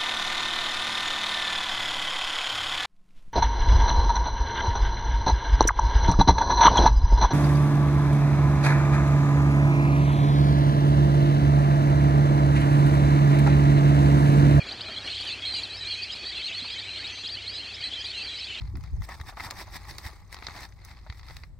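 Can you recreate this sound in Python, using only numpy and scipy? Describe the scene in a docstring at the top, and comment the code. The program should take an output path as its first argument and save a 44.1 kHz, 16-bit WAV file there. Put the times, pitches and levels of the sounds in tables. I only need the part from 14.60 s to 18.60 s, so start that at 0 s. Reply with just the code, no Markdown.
"""A large flock of whistling ducks circles over a marsh. From the start, near birds give short, arched,
slightly trilled whistles, and hundreds farther off merge into a chorus that echoes from reeds and water.
Light wind moves in the reeds and a far engine hums. Within half a second wings slap the water and birds
taking off begin to throw up spray. Around 0.6 s a squabble briefly turns the voices hoarse.
The last spray comes near 1.6 s, two more slaps follow at 2 s, and the calling goes on to the end."""
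import sys
import numpy as np
from scipy import signal
from scipy.fft import rfft, irfft
from scipy.io import wavfile

SR = 44100
rng = np.random.default_rng(int(sys.argv[2]) if len(sys.argv) > 2 else 0)


def to_wav(sig):
    """Store sig (one row per channel, or 1-D mono) as 16-bit WAV at the path in sys.argv[1].

    Samples outside -1..1 are clipped; the rate is SR.
    """
    pcm = np.clip(np.atleast_2d(sig), -1, 1) * 32767
    pcm = np.round(pcm).astype(np.int16)
    wavfile.write(sys.argv[1], SR, pcm.T)  # frames by channels


N = 176400  # 4 seconds


def from_db(db):
    """Turn decibels into a number to multiply a sound by."""
    return 10 ** (np.asarray(db) / 20)


def rms_one(x):
    """Scale a signal so that its average strength (rms) is 1."""
    return x / np.sqrt(np.mean(x ** 2) + 1e-20)


def in_time(rows):
    """Join rows of (time, values...) with straight lines, giving each value at every sample."""
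    times, *columns = np.transpose(rows)
    return [np.interp(np.arange(N) / SR, times, column) for column in columns]


def colour(x, curve):
    """Make each frequency louder or softer along a curve of (frequency [Hz], level [dB])."""
    hz, db = np.transpose(curve)
    all_hz = np.arange(N // 2 + 1) * SR / N
    gains = from_db(np.interp(np.log(all_hz + 1), np.log(hz), db))
    return irfft(rfft(x) * gains, N)


def drift(rate_hz):
    """Smooth random wandering of size about 1; a higher rate wanders faster."""
    memory = np.exp(-2 * np.pi * rate_hz / SR)
    smooth = signal.lfilter([1], [1, -2 * memory, memory ** 2], rng.standard_normal(N + SR))
    return rms_one(smooth[SR:])


def widen(mid, side):
    """Sound from all around: left and right are nearly alike except in the treble."""
    # how strong the side part is next to the shared middle: (frequency [Hz], level [dB])
    width = [(60, -37.5), (200, -31), (4500, -21), (8000, -4.5)]
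    return mid + colour(side, width) * np.array([[1], [-1]])


def noise(curve):
    """Stereo noise of strength 1, with its tone shaped by the curve."""
    mid, side = colour(rng.standard_normal((2, N)), curve)
    return rms_one(widen(mid, side))


def whistles(rows):
    """Each call is an almost pure tone that glides and trembles; squabbling birds turn hoarse."""
    # faint tone an octave above the call: (its frequency [Hz], level next to the main tone [dB])
    overtone = [(5000, -51), (7000, -22), (8400, -25), (9300, -37), (12000, -41)]
    squabble_s, squabble_half_s, calm_rasp = 0.6, 0.11, 0.22
    wobble_hz, flutter_db, rasp_hz, rasp_db = 32, 2.2, 110, 2.5
    arch_flatness, fade_s, max_trill, pan_db = 2.4, 0.002, 0.102, 1.5
    wobble, flutter, pitch_rasp, level_rasp = drift(90), drift(70), drift(260), drift(260)
    out = np.zeros((2, N))
    for start, length, first, middle, last, db in rows:
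        offset, speed, depth, side = rng.random(4)
        k = np.arange(max(int(length * SR), 2))
        t = k / SR
        along = np.linspace(-1, 1, len(k))  # -1 as the call starts, 1 as it ends
        own = (k + int(offset * N)) % N  # each call gets its own stretch of the wandering
        squabble = np.exp(-((start + t - squabble_s) / squabble_half_s) ** 2)
        hoarse = calm_rasp + (1 - calm_rasp) * squabble
        bend = ((first + last) / 2 - middle) * np.abs(along) ** arch_flatness
        hz = middle + (last - first) / 2 * along + bend
        shaky_hz = hz + wobble_hz * wobble[own] + hoarse * rasp_hz * pitch_rasp[own]
        phase = 2 * np.pi * np.cumsum(shaky_hz) / SR
        overtone_gain = from_db(np.interp(2 * hz, *np.transpose(overtone)))
        voice = np.sin(phase) + overtone_gain * np.sin(2 * phase)
        fade = np.sin(np.pi / 2 * np.clip(np.minimum(t, t[-1] - t) / fade_s, 0, 1))
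        trill_hz = 120 + 240 * speed
        trill = 1 + depth * max_trill * np.sin(2 * np.pi * trill_hz * t)
        tremble = rms_one(trill * from_db(flutter_db * flutter[own] + hoarse * rasp_db * level_rasp[own]))
        call = np.sqrt(2) * from_db(db) * fade * tremble * voice
        left_right = from_db(pan_db * (2 * side - 1) * np.array([[1], [-1]]))
        at = k + int(start * SR)
        inside = (at >= 0) & (at < N)
        out[:, at[inside]] += call[inside] * left_right
    return out


def near_birds():
    """The closest ducks, whose whistles stand out one by one."""
    # whistles: (start [s], length [s], first pitch [Hz], middle pitch [Hz], last pitch [Hz],
    # relative level [dB])
    calls = [(0, 0.03, 2510, 2407, 2300, -38), (0.087, 0.017, 3910, 4170, 4200, -37),
             (0.11, 0.022, 2950, 4340, 4770, -36), (0.207, 0.014, 3360, 4190, 4530, -34.5),
             (0.232, 0.073, 3276, 4120, 3600, -44), (0.286, 0.041, 3550, 4320, 4060, -46.5),
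             (0.338, 0.051, 3950, 4150, 3870, -42), (0.362, 0.027, 3440, 3246, 3460, -36.5),
             (0.443, 0.036, 4130, 4230, 4070, -40), (0.474, 0.017, 2790, 3160, 3380, -35),
             (0.497, 0.035, 4000, 4240, 4280, -37), (0.528, 0.07, 3200, 3286, 3630, -42.5),
             (0.545, 0.054, 4160, 4350, 4450, -42.5), (0.598, 0.029, 3960, 4420, 4670, -37),
             (0.595, 0.014, 3070, 3200, 3330, -41), (0.665, 0.0093, 3410, 3150, 3430, -34.5),
             (0.672, 0.059, 4600, 4500, 4370, -38.5), (0.678, 0.076, 3060, 2595, 2840, -39.5),
             (0.695, 0.024, 3530, 3500, 3850, -36), (0.718, 0.023, 4040, 4100, 4260, -35),
             (0.822, 0.05, 3430, 3275, 3250, -36), (0.85, 0.083, 3687, 4170, 3900, -35),
             (0.853, 0.033, 3980, 4270, 4340, -34), (0.92, 0.069, 4500, 4760, 4670, -37),
             (0.926, 0.084, 3250, 2900, 2655, -43.5), (0.94, 0.019, 3780, 4220, 4500, -30.5),
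             (0.962, 0.04, 4220, 4010, 4140, -33), (1.032, 0.025, 4700, 4090, 3660, -34.5),
             (1.099, 0.063, 3820, 4170, 4630, -40), (1.168, 0.032, 4930, 5230, 4670, -44.5),
             (1.209, 0.031, 3830, 4030, 3910, -36.5), (1.248, 0.083, 3600, 4340, 3930, -35.5),
             (1.297, 0.036, 3340, 3260, 3240, -36.5), (1.334, 0.022, 4330, 3940, 3900, -35),
             (1.383, 0.03, 2720, 2520, 2580, -41.5), (1.418, 0.026, 4630, 4610, 4990, -33.5),
             (1.496, 0.015, 3240, 3210, 3370, -35), (1.51, 0.035, 4150, 4940, 4800, -41),
             (1.514, 0.063, 3820, 4040, 4260, -43.5), (1.58, 0.079, 4550, 4420, 4620, -44.5),
             (1.655, 0.053, 4330, 4640, 4600, -39.5), (1.64, 0.065, 3080, 3990, 3930, -42.5),
             (1.715, 0.024, 4640, 4500, 3670, -42), (1.72, 0.038, 4180, 3460, 3130, -42.5),
             (1.748, 0.064, 3080, 3460, 3020, -41.5), (1.75, 0.037, 3620, 4170, 4100, -38),
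             (1.783, 0.041, 3700, 4430, 4180, -41), (1.762, 0.056, 2915, 2605, 2730, -41.5),
             (1.812, 0.089, 3004, 4144, 2855, -38.5), (1.82, 0.029, 3020, 3190, 3070, -37.5),
             (1.843, 0.039, 4010, 4290, 4110, -36), (1.868, 0.056, 2980, 2690, 2560, -40.5),
             (1.922, 0.086, 2870, 4380, 3660, -36.5), (2.0, 0.056, 3360, 4150, 4090, -39),
             (2.0, 0.06, 1890, 2130, 2130, -58), (2.052, 0.041, 4460, 4170, 3200, -39.5),
             (2.095, 0.053, 3220, 4030, 3900, -39.5), (2.148, 0.062, 3333, 3106, 3690, -42.5),
             (2.182, 0.021, 4210, 3970, 4600, -36), (2.243, 0.15, 3930, 4074, 4420, -42.5),
             (2.371, 0.057, 3580, 4340, 4530, -42), (2.39, 0.077, 1593, 1890, 2510, -49.5),
             (2.442, 0.038, 4010, 3970, 5220, -37), (2.508, 0.115, 6020, 6130, 6020, -53.5),
             (2.59, 0.031, 3870, 4370, 4430, -41.5), (2.635, 0.043, 3250, 3270, 3100, -39.5),
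             (2.645, 0.037, 3830, 4200, 5030, -37), (2.686, 0.071, 3175, 4680, 4060, -37),
             (2.77, 0.02, 2850, 3026, 2980, -38.5), (2.86, 0.14, 3350, 4890, 4210, -45.5),
             (2.862, 0.049, 3480, 4340, 4480, -37), (2.939, 0.079, 3830, 4070, 4300, -39),
             (3.045, 0.024, 4120, 4150, 4000, -42), (3.117, 0.042, 3960, 4600, 5500, -43),
             (3.205, 0.07, 2246, 2550, 2480, -46.5), (3.208, 0.038, 4610, 4530, 4500, -39.5),
             (3.219, 0.038, 2740, 3290, 3000, -40), (3.225, 0.052, 1750, 2010, 2050, -50),
             (3.238, 0.053, 4250, 4340, 4160, -41), (3.238, 0.039, 4020, 4060, 3990, -33.5),
             (3.308, 0.039, 3030, 3270, 3450, -36.5), (3.355, 0.075, 3470, 3090, 3600, -39),
             (3.392, 0.027, 4830, 4900, 5000, -43), (3.44, 0.054, 4670, 4610, 4060, -42.5),
             (3.445, 0.037, 9500, 9350, 9240, -63), (3.453, 0.022, 3510, 4050, 4250, -37),
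             (3.478, 0.042, 3736, 4180, 4400, -41), (3.53, 0.098, 3150, 2720, 2712, -41.5),
             (3.546, 0.047, 3940, 4050, 4250, -38), (3.58, 0.039, 4450, 4100, 4010, -40.5),
             (3.615, 0.054, 4350, 4670, 4300, -40), (3.67, 0.11, 4150, 3910, 4080, -41),
             (3.682, 0.061, 3600, 3280, 3220, -45), (3.755, 0.05, 4450, 4820, 5400, -43.5),
             (3.81, 0.04, 4270, 3900, 4200, -39.5), (3.939, 0.019, 3130, 3490, 3680, -39.5)]
    return from_db(0.63) * whistles(calls)


def far_flock():
    """Distant birds call at random, each kind of voice around its own pitch."""
    # kinds of voice: (middle pitch [Hz], pitch spread [Hz], call rate [1/s], relative level [dB])
    voices = [(2000, 160, 12, -55), (2536, 170, 42, -50.5), (3237, 190, 52, -48.5), (4260, 290, 62, -48.5),
              (6410, 450, 8, -61)]
    typical_s, sag, spread_db = 0.044, 0.12, 3  # sag sets how far the pitch droops at a call's ends
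    calls = []
    for hz, spread_hz, per_s, db in voices:
        chance = rng.random((400, 3))
        scatter = np.clip(rng.standard_normal((400, 3)), -2, 2)
        for k, ((when, rise, fall), (pitch, length, level)) in enumerate(zip(chance, scatter)):
            start = (k + 2 * when - 2) / per_s
            length_s = typical_s * np.exp(0.3 * length)
            middle = hz + spread_hz * pitch
            first = middle * (1 - 2 * sag * rise)
            last = middle * (1 - sag * (2 * fall - 0.5))
            if start < N / SR:
                calls.append((start, length_s, first, middle, last, db + spread_db * level))
    return whistles(calls)


def farthest_birds():
    """The farthest calls blur together into a hiss."""
    # tone of the blurred calls: (frequency [Hz], relative level [dB])
    tone = [(1300, -20), (2000, -2.5), (2550, 1), (2850, -20), (3200, 10.5), (3600, -19), (4200, -4),
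            (4700, 0.5), (5500, -8.5), (8300, -18.5), (10000, -30), (15000, -53)]
    return from_db(-46.5) * noise(tone)


def echoes(calls):
    """Reeds and water scatter the calls back as a thin, dying tail."""
    echo_db, die_away_s = -14, 0.89  # the tail takes this long to drop 60 dB
    t = np.arange(SR) / SR
    tails = rng.standard_normal((2, SR)) * from_db(-60 * t / die_away_s)
    tails /= np.sqrt(np.sum(tails ** 2, axis=1, keepdims=True))
    mid, side = signal.fftconvolve(calls.mean(axis=0)[None], tails, axes=1)[:, :N]
    return from_db(echo_db) * widen(mid, side)


def wind():
    """Wind in the reeds and stirred water make a low rustle, strongest at the start."""
    # tone of the rustle: (frequency [Hz], relative level [dB])
    tone = [(25, -25.5), (55, 8), (160, -3.5), (370, 1), (520, -4.5), (680, -1), (1000, -6.5), (1800, -1.5),
            (5000, -41.5)]
    # loudness of the rustle: (time [s], level [dB])
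    loudness = [(0, -44), (.5, -48.5), (1.4, -51), (4, -52)]
    level_db = in_time(loudness)[0] + 1.73 * drift(21)
    return from_db(level_db) * noise(tone)


def engine():
    """Only two low tones carry across the marsh, at 2 and 3 times the engine's firing rate."""
    # loudness of the hum: (time [s], lower tone [dB], upper tone [dB])
    loudness = [(0, -64, -56), (.6, -57, -55), (1.4, -60.5, -55), (1.82, -55, -69), (1.89, -69, -72),
                (1.95, -68, -56), (2.8, -57.5, -55.5), (4, -56.5, -60.5)]
    firing_hz = 32.73
    phase = 2 * np.pi * firing_hz * np.arange(N) / SR
    hum = np.zeros(N)
    for multiple, db in zip((2, 3), in_time(loudness)):
        hum += from_db(db + 1.1 * drift(5.5)) * np.sin(multiple * phase)
    return np.sqrt(2) * hum


def wing_slaps():
    """A wing hits the water with a short, splashy plop of unsteady pitch."""
    # slaps on the water: (time [s], pitch [Hz], peak level [dB])
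    slaps = [(0.285, 1333, -39), (.291, 643, -38), (0.456, 390, -50), (2.021, 243, -40), (2.045, 1002, -41)]
    decay_s = 0.015
    out, t = np.zeros(N), np.arange(N) / SR
    for start, hz, db in slaps:
        age = np.clip(t - start, 0, 0.1)
        plop = np.sin(2 * np.pi * hz * age + 1.2 * drift(hz / 5))
        out += from_db(db) * (t >= start) * np.exp(-age / decay_s) * plop
    return out


def spray():
    """Birds taking off throw up short, grainy bursts of droplets."""
    # bursts of spray: (start [s], decay time [s], level [dB])
    bursts = [(0.455, 0.044, -51), (0.606, 0.17, -52), (0.932, 0.15, -49), (1.162, 0.014, -52),
              (1.552, 0.014, -49)]
    # tone of the droplets: (frequency [Hz], relative level [dB])
    tone = [(1000, 9), (3500, -13), (8000, -2), (10000, -7), (15000, -36)]
    loudness, t = np.zeros(N), np.arange(N) / SR
    for start, decay_s, db in bursts:
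        loudness += from_db(db) * (t >= start) * np.exp(-np.maximum(t - start, 0) / decay_s)
    hiss = noise(tone)
    grains = rms_one(from_db(4.8 * drift(150)))
    return loudness * hiss * grains


def scene():
    """Near and far birds with their echoes, over the quieter sounds of the marsh."""
    # how the distant chorus swells and sinks: (time [s], level change [dB])
    chorus = [(0, -2), (.38, -2), (.55, 2.5), (.72, 0), (.95, 0), (1.15, -1.5), (1.35, 1.5), (1.6, -0.5),
              (2.4, 0), (2.8, -2), (3.25, 0), (4, 0.5)]
    swell = from_db(in_time(chorus)[0])
    background = wind() + engine() + wing_slaps() + spray()
    blur = swell * farthest_birds()
    near = near_birds()
    far = swell ** 1.3 * far_flock()  # these calls swell and sink more than the blur
    return near + far + echoes(near + from_db(-4) * far) + blur + background


def record(dry):
    """Cut away the very highest treble, 70 dB down from 16000 Hz up."""
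    return signal.sosfilt(signal.cheby2(12, 70, 16000, fs=SR, output="sos"), dry)


dry = scene()
out = record(dry)
to_wav(out)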